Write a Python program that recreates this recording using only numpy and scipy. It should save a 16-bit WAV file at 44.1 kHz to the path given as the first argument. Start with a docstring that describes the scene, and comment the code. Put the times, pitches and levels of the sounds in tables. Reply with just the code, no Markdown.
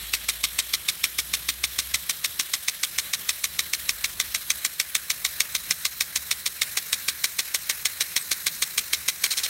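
"""A steady hiss and sharp, even ticks: an impact sprinkler steps round on a lawn, close by.
Turbulence in the jet makes the hiss. Each swing of the sprung plastic arm slaps through the water,
knocks the frame into resonance and flings spray that patters on the grass. At the end the head trips
into reverse and the arm flutters fast. Distant engines hum over a low rumble, loudest at first."""
import sys
import numpy as np
from scipy import signal
from scipy.fft import rfft, irfft
from scipy.io import wavfile
from scipy.ndimage import uniform_filter1d

SR = 44100
rng = np.random.default_rng(int(sys.argv[2]) if len(sys.argv) > 2 else 0)


def dump(signal):
    """Clip the signal to [-1, 1] and save it as 16-bit WAV at the path in sys.argv[1]."""
    limited = np.clip(np.atleast_2d(signal).T, -1, 1)
    pcm = np.round(limited * 32767).astype(np.int16)
    wavfile.write(sys.argv[1], SR, pcm)


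N = 418509
TIME = np.arange(N) / SR
TRIP_S = 9.264  # the reversing stop first catches the arm

# forward swings of the arm: (time [s], relative blow level [dB])
ARM_SWINGS = [(0.1386, -17.5), (0.29, -19.5), (0.4405, -18.5), (0.5902, -16.5), (0.7397, -17),
              (0.8882, -18), (1.0416, -16.5), (1.1891, -20.0), (1.339, -19.5), (1.4904, -20),
              (1.641, -18.5), (1.79, -18.5), (1.9447, -17), (2.0973, -18.5), (2.2475, -19.0),
              (2.398, -18.5), (2.5391, -18), (2.6842, -18.5), (2.8358, -19), (2.9864, -18.5),
              (3.137, -19.5), (3.2933, -16.5), (3.443, -18.5), (3.5933, -17), (3.7365, -19.0),
              (3.894, -16.5), (4.0452, -19), (4.202, -17), (4.3489, -19.5), (4.5046, -15.5), (4.651, -16),
              (4.8007, -16), (4.953, -15.5), (5.1039, -17.5), (5.251, -17.0), (5.406, -14.5), (5.5526, -19),
              (5.7101, -15.0), (5.854, -17.5), (6.0098, -16.5), (6.161, -18), (6.3139, -17.0),
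              (6.4636, -20.5), (6.6193, -16.5), (6.774, -19), (6.931, -17.0), (7.0857, -18.0),
              (7.2437, -16.0), (7.3922, -19.5), (7.5476, -18.5), (7.6988, -18.5), (7.8566, -18),
              (8.0098, -18.5), (8.1657, -17.5), (8.3175, -18), (8.4689, -17.5), (8.625, -17),
              (8.781, -17.5), (8.9348, -16.5), (9.0861, -17), (9.2415, -15)]
# where the nozzle points: (time [s], heading right of straight ahead [deg])
NOZZLE_HEADING = [(0, -28.5), (9.25, 69), (9.49, 59.5)]
# modes of the plastic head: (frequency [Hz], width [Hz], level [dB], loudest heading [deg], beam [deg])
HEAD_MODES = [(313,96,-16.5,-27,19), (508,110,-13.5,67,36.6), (1133,110,-7,-30,130), (1574,82,-7.5,59,49),
              (1947,123,-1,29,44), (2200,216,1,26,81), (2460,330,-2,-25,110), (3170,220,-3,71,22),
              (3660,250,-4,12,47), (4130,200,-8.5,65,76), (4630,114,-4,13,55), (5467,260,0,31,36),
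              (6170,84,1,14,20), (6530,240,-2.5,64,60), (7370,176,-3,28,26), (7980,280,-6.5,-28,47),
              (8350,780,-5.5,101,70), (9500,330,-2,91,24), (11420,530,-12,87,170), (13200,860,-11,85,89),
              (15200,570,-21,50,75)]


def arm(usual_blow_db=-17.6, stop_delay_s=0.0255):
    """A spring-driven oscillator: slow swings step the head on; quick ones, cut short, drive it back."""
    # swings in reverse: (time [s], relative slap level [dB], relative stop level [dB])
    flutter = [(9.312, -21, -29.5), (9.376, -21.5, -30), (9.438, -22, -26)]
    out = np.zeros(N)
    for s, blow_db in ARM_SWINGS:
        # harder blows are brighter, as is the frame when turned to the microphone
        tilt_db = 0.73 * (blow_db - usual_blow_db) + 0.6 * facing(s, aim_deg=24, beam_deg=25)
        water_db = -22.5 - 3 * facing(s, aim_deg=18, beam_deg=32.4)  # the head shades the slap
        add(out, *knock(s, blow_db - 4.5 - tilt_db / 2, blow_db - 1.53 + tilt_db / 2))
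        add(out, *slap(s, water_db - 0.6, hold_s=0.015, roughness=0.8))
        add(out, *recoil(s, water_db - 24))
    for s, water_db, stop_db in flutter:
        add(out, *slap(s, water_db - 4, hold_s=0.019, roughness=1.5))
        add(out, *reversing_stop(s + stop_delay_s, stop_db))
    add(out, *reversing_stop(TRIP_S, -24))
    return out


def knock(s, hollow_db, rattle_db, lead_s=0.0016, contact_s=0.00079, split_hz=3200):
    """Impact excitation: the arm touches, seats and rebounds, ringing the modes of the head."""
    t = np.arange(512) / SR
    seat_s = 0.001221 * rng.uniform(0.7, 1.3)
    rebound_s = seat_s + 0.00221 * rng.uniform(0.63, 1.58)
    contacts = gain_of(1) * np.exp(-t / contact_s)
    pushes = np.zeros(len(t))
    for when, db in ((seat_s, 0), (rebound_s, -12)):
        contacts += gain_of(db) * (t >= when) * np.exp(-abs(t - when) / contact_s)
        add(pushes, when, gain_of([db]))
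    rattle = filtered(contacts * rng.choice([-1, 1], len(t)), 4, split_hz, "high")
    head = impulse_response(HEAD_MODES, s)
    hollow = signal.fftconvolve(filtered(pushes, 4, split_hz, "low"), head)
    bright = signal.fftconvolve(rattle, head)
    blow = gain_of(hollow_db) * unit_rms(hollow) + gain_of(rattle_db) * unit_rms(bright)
    return s - lead_s, blow * np.sqrt(0.0046 * SR / len(blow))  # the energy of 4.6 ms at these levels


def slap(s, db, hold_s, roughness, rise_s=0.0048, release_s=0.0029, sag_db_per_s=208, lead_s=0.0005):
    """Jet break-up: water bursts on the arm in lumpy noise, sagging for the hold_s it stays in the jet."""
    # slap resonances: (frequency [Hz], width [Hz], level [dB], loudest heading [deg], beam [deg])
    slap_modes = [(1290, 92, -15, -16, 120), (2200, 515, -6, 89, 320), (3645, 650, -1.5, -38, 150),
                  (4120, 680, -1, 81, 94), (5490, 420, -1.9, 80, 680), (6550, 1030, -3.5, 85, 140),
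                  (7600, 170, -10, -40, 250), (8670, 710, -3, 88, 200), (9870, 290, -7, 85, 179),
                  (11400, 1050, -9, -40, 250), (13242, 1200, -11, 85, 88), (16500, 3600, -11.5, 85, 250)]
    t = np.arange(-512, 1536) / SR
    envelope = bell(np.minimum(t, 0), 0, rise_s) * np.exp(-np.maximum(t - hold_s, 0) / release_s)
    splatter = unit_rms(rng.standard_normal(len(t)) * gain_of(roughness * drift(len(t), per_s=1519)))
    burst = splatter * envelope * gain_of(db - sag_db_per_s * (t - hold_s))
    return s + t[0] - lead_s, signal.fftconvolve(burst, impulse_response(slap_modes, s))


def recoil(s, db, release_s=0.0158, push_s=0.0019):
    """Reaction force: the stem thuds softly as the arm loads the jet and again as it lets go."""
    t = np.arange(-512, 2048) / SR
    load = bell(t, 0, push_s) + gain_of(-6) * bell(t, release_s, push_s)
    return s + t[0], gain_of(db) * load * noise_band(len(t), hz=[130, 380])


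def reversing_stop(s, db, ring_hz=4200, width_s=0.0028):
    """Contact chatter: the wet arm rattles on the stop, exciting the head's modes and a brief tone."""
    t = np.arange(-256, 256) / SR
    chatter = signal.fftconvolve(rng.standard_normal(len(t)), impulse_response(HEAD_MODES, s))[:len(t)]
    tone = gain_of(-3) * np.sin(2 * np.pi * ring_hz * t)
    envelope = gain_of(db + 1.5) * np.exp(-(t / width_s) ** 2 / 2)
    return s + t[0], envelope * (unit_rms(chatter) + tone)


def jet(patchy_db=1.17, flicker_db=1.57, waver_db=1.46, mist_db=-5, split_hz=7400):
    """Turbulence drives the nozzle's resonances: rush below, fizz above, coloured by the heading."""
    # nozzle resonances: (frequency [Hz], width [Hz], level [dB], loudest heading [deg], beam [deg])
    nozzle_modes = [(640,49,-7.5,-5,56), (1720,360,-2.5,30,69), (2230,740,-4,34,120), (3300,540,0,-48,58),
                    (4010,390,-0.5,16,220), (5460,980,-5.5,68,240), (6550,740,-6,92,83),
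                    (8360,510,-1.5,68,410), (9780,240,2,75,140), (11300,220,8,-40,52), (11450,580,2,55,200),
                    (12800,370,1,5,90), (13600,1200,-2,65,160), (15500,1400,-2,87,160)]
    hz, t, spectrum = signal.stft(rng.standard_normal(N), SR, nperseg=512, noverlap=384)
    patches = smoothed(uniform_filter1d(rng.standard_normal(spectrum.shape), size=6, axis=0), frames=10)
    flicker = smoothed(rng.standard_normal(len(t)), frames=3)
    spectrum *= gain_of(patchy_db * patches + flicker_db * flicker)
    # as the flow shifts, each resonance swells on its own and all drift a little in pitch
    wavers = smoothed(rng.standard_normal((len(nozzle_modes), len(t))), frames=16)
    detune = 1 + 0.0073 * smoothed(rng.standard_normal(len(t)), frames=50)
    colour = sum((radiated([mode], hz[:, None] * detune, t) * gain_of(waver_db * waver)) ** 2
                 for mode, waver in zip(nozzle_modes, wavers))
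    treble = 1 / (1 + (split_hz / (hz[:, None] + 1)) ** 10)
    colour += gain_of(mist_db) ** 2 * treble  # mist torn off the jet hisses without a pitch
    rush_db, fizz_db = jet_levels(t)
    power = 0
    for share, db in ((1 - treble, rush_db), (treble, fizz_db)):
        running_mean = uniform_filter1d(np.mean(colour * share, axis=0), size=60)
        power += colour * share / running_mean * gain_of(db) ** 2
    return signal.istft(spectrum * np.sqrt(power), nperseg=512, noverlap=384)[1][:N]


def jet_levels(t, rush_db=-41.5, fizz_db=-39, step_db=0.56):
    """Directivity: the jet is louder side-on; its rush also grows on grazing a shrub and in reverse."""
    steps = np.searchsorted([s for s, _ in ARM_SWINGS], t)
    shift_db = step_db * rng.standard_normal(len(ARM_SWINGS) + 1)[steps]
    side_on_db = 1.5 * facing(t, aim_deg=59, beam_deg=15)
    shrub_db = 2.5 * facing(t, aim_deg=-30, beam_deg=6.1)
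    reverse_db = 3.5 * np.clip((t - TRIP_S) / 0.23, 0, 1)
    return rush_db + side_on_db + shrub_db + reverse_db + shift_db, fizz_db + side_on_db + shift_db


def whistle(start_s=8.186, length_s=0.05, hz=8300, db=-37, wobble=300):
    """The water sings once: random modulation of pitch and level spreads a tone into a narrow band."""
    out, size = np.zeros(N), int(length_s * SR)
    cycles = np.cumsum(hz + wobble / 2 * drift(size, per_s=600)) / SR
    tone = unit_rms(np.sin(2 * np.pi * cycles) * gain_of(3.3 * drift(size, per_s=210)))
    add(out, start_s, gain_of(db) * tone * signal.windows.tukey(size, 0.5))
    return out


def spray(db=-44, drops_per_s=2500, spread_db=20, rise_s=0.0067, fade_s=0.065):
    """Shot noise: after each forward swing, drops of flung water strike the grass at random."""
    t = np.arange(SR // 3) / SR
    showers = np.zeros(N)
    for s, _ in ARM_SWINGS:
        add(showers, s, (1 - bell(t, 0, rise_s)) * np.exp(-t / fade_s))
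    drops = (rng.random(N) < drops_per_s / SR) * rng.choice([-1, 1], N)
    strengths = gain_of(spread_db * np.minimum(rng.exponential(1, N), 2))
    patter = filtered(drops * strengths, 2, [4300, 10000], "band")
    return gain_of(db) * showers * unit_rms(patter)


def garden_echo(ticks, tail_db=-17, ground_db=-12, ground_s=0.0021, ground_hz=2800):
    """Scattering: nearby soil returns the mid range at once, shrubs a faint, short reverberant tail."""
    # decay among the shrubs: (frequency [Hz], time to fall 60 dB [s])
    decay_times = [(300, 0.28), (2000, 0.18), (6000, 0.084), (15000, 0.058)]
    hz, t, spectrum = signal.stft(rng.standard_normal(SR // 4), SR, nperseg=128)
    decay = gain_of(-60 * t / log_interp(decay_times, hz)[:, None])
    tail = signal.istft(spectrum * decay, SR, nperseg=128)[1]
    out = gain_of(tail_db) * signal.fftconvolve(ticks, tail / np.linalg.norm(tail))[:N]
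    t = np.arange(2048) / SR
    for s, _ in ARM_SWINGS:  # the paths change with every step of the head
        paths = rng.standard_normal(len(t)) * np.exp(-t / ground_s) * (t > 0.002)
        scatter = filtered(paths / np.linalg.norm(paths), 3, ground_hz, "low")
        start_s = s - 0.01
        tick = ticks[round(start_s * SR):][:len(t)]
        add(out, start_s, gain_of(ground_db) * signal.fftconvolve(tick, scatter))
    return out


def engines(rise_s=0.26):
    """Distant engines pull: each is a low periodic source whose hum swells, climbs in pitch and fades."""
    # hums: (start [s], fade begins after [s], fade [dB/s], frequency [Hz], climb [Hz/s], level [dB])
    pulls = [(-.25, 2.2, 110, 54, 5.2, -49.5), (3.1, 4.1, 25, 68, .3, -64), (3.65, .45, 26, 47.5, 1.8, -55),
             (4.8, 1.1, 13, 50.7, .6, -65)]
    out = np.zeros(N)
    for start_s, held_s, fade_db_per_s, hz, climb_hz_per_s, db in pulls:
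        t = np.maximum(TIME - start_s, 0)
        hum = unit_rms(np.sin(2 * np.pi * np.cumsum(hz + climb_hz_per_s * t) / SR))
        out += hum * np.minimum(t / rise_s, 1) * gain_of(db - fade_db_per_s * np.maximum(t - held_s, 0))
    dip_db = -15 * bell(TIME, centre=0.91, width=0.21)  # the first hum sinks briefly
    return out * gain_of(dip_db + drift(N, per_s=7.8))


def rumble(db=-53.2, ease_db_per_s=0.25):
    """Ambient noise of the neighbourhood, weighted to the bass, swelling at random and slowly easing."""
    # ambient spectrum: (frequency [Hz], relative spectral density [dB])
    density = [(20, -44), (35, -11), (50, -6), (72, 3.5), (100, -7), (160, -2.5), (250, -11.5),
               (450, -12.5), (660, -19), (800, -18.5), (1200, -9.5), (3000, -30.5)]
    colour = gain_of(log_interp(density, np.fft.rfftfreq(N, 1 / SR)))
    noise = unit_rms(irfft(rfft(rng.standard_normal(N)) * colour, N))
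    return noise * gain_of(db - ease_db_per_s * TIME + drift(N, per_s=9))


def bump(time_s=5.7, width_s=0.047, db=-51):
    """A low-frequency transient: one dull bump nearby, barely above the rumble."""
    return gain_of(db) * bell(TIME, time_s, width_s) * noise_band(N, hz=[90, 180])


def facing(s, aim_deg, beam_deg):
    """A Gaussian directivity lobe: how nearly the nozzle points at aim_deg at time s, from 0 to 1."""
    return bell(np.interp(s, *np.transpose(NOZZLE_HEADING)), aim_deg, beam_deg)


def radiated(modes, hz, s):
    """Gain at hz and time s of resonances that add in power, each radiating in its own direction."""
    power = sum(gain_of(db) ** 2 * facing(s, aim_deg, beam_deg) / (1 + ((hz - centre) / width) ** 2) ** 2
                for centre, width, db, aim_deg, beam_deg in modes)
    return np.sqrt(power + 1e-9)


def impulse_response(modes, s, size=2048):
    """Minimum-phase ringing of the resonances at time s, with unit energy."""
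    log_gain = np.log(radiated(modes, abs(np.fft.fftfreq(size, 1 / SR)), s))
    response = np.fft.ifft(np.exp(np.conj(signal.hilbert(log_gain)))).real[:size // 2]
    return response / np.linalg.norm(response)


def drift(size, per_s):
    """Random modulation: straight lines join per_s Gaussian values a second."""
    knots = 2.26 * rng.standard_normal(size // 8 + 2)
    return np.interp(np.arange(size) * per_s / SR, np.arange(len(knots)), knots)


def noise_band(size, hz):
    """Band-limited noise of unit rms."""
    return unit_rms(filtered(rng.standard_normal(size), 2, hz, "band"))


def filtered(x, order, hz, kind):
    """A causal filter with a maximally flat passband."""
    return signal.sosfilt(signal.butter(order, hz, kind, fs=SR, output="sos"), x)


def smoothed(x, frames):
    """A moving average over time, scaled to unit rms."""
    return unit_rms(uniform_filter1d(x, frames))


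def log_interp(points, hz):
    """Linear interpolation over log frequency."""
    point_hz, values = np.transpose(points)
    return np.interp(np.log(hz + 1), np.log(point_hz + 1), values)


def bell(x, centre, width):
    """A Gaussian hump of height 1."""
    return np.exp(-((x - centre) / width) ** 2)


def gain_of(db):
    """Decibels to an amplitude ratio."""
    return 10 ** (np.asarray(db) / 20)


def unit_rms(x):
    """Normalisation to unit mean power."""
    return x / np.sqrt(np.mean(x ** 2) + 1e-20)


def add(mix, s, sound):
    """Superposes a sound on the mix at time s."""
    part = mix[round(s * SR):][:len(sound)]
    part += sound[:len(part)]


def scene():
    """Superposition of sprinkler, falling spray and neighbourhood at one microphone."""
    ticks = arm()
    return (ticks + garden_echo(ticks) + jet() + whistle() + spray() + rumble() + engines() + bump())[None]


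def record(dry, ceiling=0.6, edge_hz=15850):
    """The microphone sheds the deepest bass, saturation rounds the peaks and a low-pass limits the band."""
    x = filtered(dry, 4, 40, "high")
    rounded = x / (1 + (x / ceiling) ** 4) ** (1 / 4)
    low_pass = signal.firwin(511, edge_hz, window=("kaiser", 9), fs=SR)
    return signal.oaconvolve(rounded, low_pass[None], "same")


dry = scene()
out = record(dry)
dump(out)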